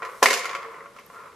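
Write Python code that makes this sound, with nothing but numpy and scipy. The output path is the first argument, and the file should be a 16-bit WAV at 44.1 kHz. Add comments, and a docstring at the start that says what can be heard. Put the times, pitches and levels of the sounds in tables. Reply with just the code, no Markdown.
"""Plastic balls clatter in the clear dome of a push toy rolling over a hard shop floor.
Its sprung piston snaps once and throws them against the dome; they bounce lower,
then jostle and roll in the bowl while the wheels turn.
Floor and shelves throw back quick echoes; the shop adds a soft tail and a steady hush."""
import sys
import numpy as np
from scipy import signal
from scipy.fft import rfft, irfft
from scipy.io import wavfile
from scipy.ndimage import uniform_filter1d

SR = 44100
rng = np.random.default_rng(int(sys.argv[2]) if len(sys.argv) > 2 else 0)


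def materialize(psi):
    """Save the field psi as 16-bit PCM at rate SR to the path in sys.argv[1].

    A 1-D psi becomes a single channel; in a 2-D psi each row is a channel.
    """
    bounded = np.clip(np.atleast_2d(psi).T, -1, 1)
    quanta = np.round(bounded * 32767).astype(np.int16)
    wavfile.write(sys.argv[1], SR, quanta)


N = 59535
TIME_S = np.arange(N) / SR
EVENT_S = TIME_S[:8192]

# ball knocks, some followed about 9 ms later by their echo: start_s, level_db, treble_db, crown_db
BALL_KNOCKS = [(.0212, -17.5, -12, -16), (.0285, -22.5, -7, 1), (.05, -33, 1.5, 3.5), (.2578, -7.5, 2, 6),
               (.2665, -25, -5, 3), (.285, -25, 8.5, 9), (.3035, -29, 10.5, 10), (.307, -21.5, 7, 9),
               (.3295, -12, 3.5, -7.5), (.338, -18, 6, -14), (.352, -38, 5, -16), (.374, -26.5, 6.5, -8),
               (.393, -26, 4.5, -1), (.435, -29, 2, -7), (.4445, -28.5, 2, 1.5), (.455, -24.5, 3, 2.5),
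               (.4932, -22, -0.5, 0), (.511, -25, -1, -7), (.531, -26.5, -2.5, 4), (.5495, -18.5, -2.5, 0),
               (.629, -30.5, -4.5, 1.5), (.652, -31.5, -14, 5), (.741, -37.5, -9.5, 12),
               (.806, -31, -20.5, 10.5), (.858, -28.5, -14, -2), (.964, -38, -1, -12), (.987, -36.5, -3, 6),
               (.996, -38, -2, -2), (1.1, -32, -18, 0)]
# brightening with hardness: freq_hz, treble_multiplier
TREBLE_TILT = [(1100, 0), (2100, 0.71), (4000, 1.5), (16000, 2.5)]
# dome resonances: pitch_hz, level_db, t60_s
DOME_MODES = [(467, -24.5, 0.22), (558.2, -15.5, 0.24), (710, -17.5, 0.15), (1095, -3.5, 0.087),
              (1390, -1, 0.056), (1810, -6.5, 0.017), (2009, -5.5, 0.041), (2157, -2.5, 0.035),
              (2914, -17.5, 0.079)]
# shell's overlapping modes: freq_hz, level_db
SHELL_SPECTRUM = [(300, -10.5), (510, 2.5), (650, -17), (840, -21), (1070, 8.5), (1350, -3), (1600, -1),
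                  (2120, 4.5), (3300, -7.5), (4700, -8), (6900, -11.5), (8300, -19.5), (12000, -23.5),
                  (15000, -41.5)]
DOME_DB, SPOT_SPREAD_DB, SPOT_DETUNE_RATIO = -8.5, 3.5, 0.023
SHELL_DB, SHELL_RISE_S, SHELL_T60_S, TICK_DB, TICK_T60_S = -9.5, 0.00081, 0.094, -6, 0.014
CROWN_HZ, CROWN_WIDTH_HZ = 2000, 420

# piston slams up, drops back: start_s, thump_db, crack_db
PISTON_SNAPS = [(0.2271, -9.5, -10.5), (.309, -23, -63)]
# piston and housing resonances: pitch_hz, level_db, t60_s
HOUSING_MODES = [(248, -18.5, 0.36), (504, -2, 0.035), (564, -2, 0.021), (768, -3, 0.027),
                 (860, -7.5, 0.049), (1019, 4, 0.032)]
# piston crack: freq_hz, level_db
CRACK_SPECTRUM = [(170, -14), (500, 1.5), (1200, 1), (2200, -3.5), (3500, -8.5), (6500, -8), (8500, -14.5),
                  (12000, -15), (16000, -31)]
CRACK_RISE_S, CRACK_T60_S, SLIP_S, SLIP_DB = 0.00072, 0.12, 0.0075, -8.5

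# rolling loudness: time_s, level_db
ROLL_ENVELOPE = [(0, -44.5), (.06, -36.5), (.17, -47.5), (.2, -57), (.45, -39.5), (.68, -41), (.85, -47.5),
                 (.895, -75), (.97, -48.5), (1.1, -72), (1.14, -46), (1.2, -44), (1.26, -45), (1.35, -57.5)]
# hollow body's response: freq_hz, level_db
ROLL_SPECTRUM = [(150, -46), (330, -13.5), (480, -4), (680, -12.5), (830, -15.5), (1020, 3.5), (1380, -3),
                 (1580, -11.5), (2150, -12), (3100, -29), (14000, -42.5)]
# bowl tones: start_s, length_s, pitch_hz, level_db
BOWL_WHIRRS = [(.62, 0.1, 457.5, -42.5), (1.155, 0.049, 1394, -41.5)]

# thin high ticks: start_s, level_db
HIGH_TICKS = [(.724, -52), (.992, -46.5), (1.063, -40.5)]
# hiss loudness: time_s, level_db
HISS_ENVELOPE = [(0, -64.5), (.2, -53), (.8, -80), (1.15, -60.5), (1.35, -77)]
# hiss colour: freq_hz, level_db
HISS_SPECTRUM = [(2000, -15), (11500, -12), (14800, -19)]

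# floor and shelf reflections: delay_s, gain
NEAR_ECHOES = [(.0046, 0.067), (.0088, 0.3)]
# shop reverb decay: freq_hz, t60_s
TAIL_DECAY = [(200, 0.19), (500, 0.7), (1100, 0.71), (2200, 0.7), (12000, 0.26)]
# shop reverb colour: freq_hz, level_db
TAIL_SPECTRUM = [(200, -7), (500, -2), (1100, -8.5), (12000, -3.5)]
# shop background: freq_hz, level_db
HUSH_SPECTRUM = [(25, -25), (60, -15.5), (190, -8), (310, -13), (450, -5.5), (780, -15.5), (1050, -10.5),
                 (2100, -19.5), (12500, -30.5), (15000, -61)]
# left-right likeness: freq_hz, correlation
MIC_CORRELATION = [(50, 0.77), (400, 0.89), (2000, 0.82), (4000, 0.65), (12000, 0.32)]
# microphone imbalance: freq_hz, left_minus_right_db
MIC_BALANCE = [(250, 2), (1000, 0)]


def balls():
    """Ball knocks and a few quick echoes: tick, dome ring, crown clack; hard knocks are brighter."""
    out, t = np.zeros((2, N)), EVENT_S
    envelope = amp(SHELL_DB) * ring(t, SHELL_RISE_S, SHELL_T60_S)
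    envelope += amp(TICK_DB) * ring(t, rise_s=0.00042, t60_s=TICK_T60_S)
    crown = signal.iirpeak(CROWN_HZ, CROWN_HZ / CROWN_WIDTH_HZ, fs=SR)
    for start_s, level_db, treble_db, crown_db in BALL_KNOCKS:
        dome = np.zeros(len(t))
        for hz, db, t60_s in DOME_MODES:
            strength, detune, polarity = rng.standard_normal(3)
            mode_db = db + SPOT_SPREAD_DB * strength + treble_db * at_hz(TREBLE_TILT, hz)
            dome += np.sign(polarity) * mode(hz * (1 + SPOT_DETUNE_RATIO * detune), mode_db, t60_s)
        knock = amp(DOME_DB) * dome + envelope * noise(SHELL_SPECTRUM, treble_db)
        clack = signal.lfilter(*crown, knock)
        add(out, start_s, amp(level_db) * (knock + (amp(crown_db) - 1) * clack))
    return out


def piston():
    """The piston slides with a short scrape, then slams: a hollow thump and a crack."""
    out, t = np.zeros((2, N)), EVENT_S
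    thump = sum(mode(hz, db, t60_s) for hz, db, t60_s in HOUSING_MODES)
    for start_s, thump_db, crack_db in PISTON_SNAPS:
        crack = noise(CRACK_SPECTRUM) * ring(t, CRACK_RISE_S, CRACK_T60_S)
        scrape = noise(CRACK_SPECTRUM, treble_db=-12.5) * (t < SLIP_S) * t / SLIP_S
        add(out, start_s, amp(thump_db) * thump + amp(crack_db) * crack)
        add(out, start_s - SLIP_S, amp(crack_db + SLIP_DB) * scrape)
    return out


def rolling(bumps_per_s=1000, spread_db=2):
    """Wheels and loose balls feed tiny soft bumps into the hollow body."""
    bumps = (rng.random((2, N)) < bumps_per_s / SR) * rng.choice([-1, 1], (2, N))
    strength = amp(spread_db * rng.standard_normal((2, N)))
    return unit(shaped(bumps * strength, ROLL_SPECTRUM)) * gain_curve(ROLL_ENVELOPE)


def whirrs(wobble_ratio=0.0062):
    """A wavering bowl tone swells and fades under a circling ball."""
    out = np.zeros((2, N))
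    for start_s, length_s, pitch_hz, level_db in BOWL_WHIRRS:
        t = TIME_S[:round(length_s * SR)]
        wobble = unit(uniform_filter1d(rng.standard_normal(N), size=300))[:len(t)]
        phase_rad = 2 * np.pi * np.cumsum(pitch_hz * (1 + wobble_ratio * wobble)) / SR
        swell = np.sin(np.pi * t / length_s)
        add(out, start_s, amp(level_db) * swell * np.sin(phase_rad))
    return out


def radiate(x, cutoff_hz=353, leak_gain=0.0089):
    """The small plastic body gives off almost no bass."""
    highpass = signal.butter(4, cutoff_hz, "high", fs=SR, output="sos")
    return signal.sosfilt(highpass, x) + leak_gain * x


def aisle(dry):
    """Near echoes off floor and shelves, then the shop's diffuse tail."""
    near = dry.copy()
    for delay_s, gain in NEAR_ECHOES:
        add(near, delay_s, gain * dry)
    white = noise([(20, 0), (20000, 0)], size=SR)
    hz, t, bands = signal.stft(white, SR, nperseg=256)
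    t60_s = at_hz(TAIL_DECAY, hz)[:, None]
    energy_norm = np.sqrt(2 * np.log(1000) / (t60_s * SR))
    bands *= ring(t, rise_s=0.0038, t60_s=t60_s) * energy_norm
    bands *= amp(at_hz(TAIL_SPECTRUM, hz))[:, None]
    tail = signal.istft(bands, SR, nperseg=256)[1]
    return near + signal.fftconvolve(dry, tail, axes=1)[:, :N]


def fizz(tick_hz=11700, width_hz=870):
    """A faint high hiss comes and goes, with a few thin ticks."""
    out = noise(HISS_SPECTRUM, size=N) * gain_curve(HISS_ENVELOPE)
    band = signal.iirpeak(tick_hz, tick_hz / width_hz, fs=SR)
    for start_s, level_db in HIGH_TICKS:
        tick = unit(signal.filtfilt(*band, rng.standard_normal((2, len(EVENT_S)))))
        add(out, start_s, amp(level_db) * tick * ring(EVENT_S, SHELL_RISE_S, t60_s=0.016))
    return out


def hush(level_db=-54):
    """Steady shop background."""
    return amp(level_db) * noise(HUSH_SPECTRUM, size=N)


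def amp(db):
    """Decibels to gain."""
    return 10 ** (np.asarray(db) / 20)


def unit(x):
    """Scales to rms 1."""
    return x / np.sqrt(np.mean(x ** 2) + 1e-20)


def at_hz(table, hz):
    """Table lookup on a log-frequency axis."""
    freq_hz, value = np.transpose(table)
    return np.interp(np.log(hz + 1), np.log(freq_hz + 1), value)


def gain_curve(envelope):
    """Gain per sample from time_s, level_db points."""
    return amp(np.interp(TIME_S, *np.transpose(envelope)))


def add(mix, start_s, sound):
    """Mixes a sound in at start_s."""
    part = mix[:, max(round(start_s * SR), 0):][:, :sound.shape[-1]]
    part += sound[..., :part.shape[1]]


def mode(hz, db, t60_s):
    """Damped sine."""
    return amp(db) * 1000 ** (-EVENT_S / t60_s) * np.sin(2 * np.pi * hz * EVENT_S)


def ring(t, rise_s, t60_s):
    """Quick rise, exponential fall."""
    return (1 - np.exp(-t / rise_s)) * 1000 ** (-t / t60_s)


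def shaped(white, spectrum, treble_db=0):
    """Colours two independent signals and sets their left-right correlation."""
    hz = np.fft.rfftfreq(white.shape[1], 1 / SR)
    correlation = at_hz(MIC_CORRELATION, hz)
    mid, side = rfft(white) * np.sqrt([(1 + correlation) / 2, (1 - correlation) / 2])
    gain = unit(amp(at_hz(spectrum, hz))) * amp(treble_db * at_hz(TREBLE_TILT, hz))
    return irfft(np.array([mid + side, mid - side]) * gain, white.shape[1])


def noise(spectrum, treble_db=0, size=len(EVENT_S)):
    """Coloured stereo noise."""
    return shaped(rng.standard_normal((2, size)), spectrum, treble_db)


def scene():
    """The toy in the aisle, over the shop's hush."""
    toy = radiate(piston() + balls() + rolling() + whirrs())
    return aisle(toy) + fizz() + hush()


def record(dry):
    """Slightly unequal microphones, full-scale clipping, 15.4 kHz band limit."""
    lean_db = at_hz(MIC_BALANCE, np.fft.rfftfreq(N, 1 / SR)) / 2
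    heard = irfft(rfft(dry) * amp([lean_db, -lean_db]), N)
    lowpass = signal.firwin(255, 15400, window=("kaiser", 9), fs=SR)
    return signal.oaconvolve(np.clip(heard, -1, 1), lowpass[None], "same", axes=1)


dry = scene()
out = record(dry)
materialize(out)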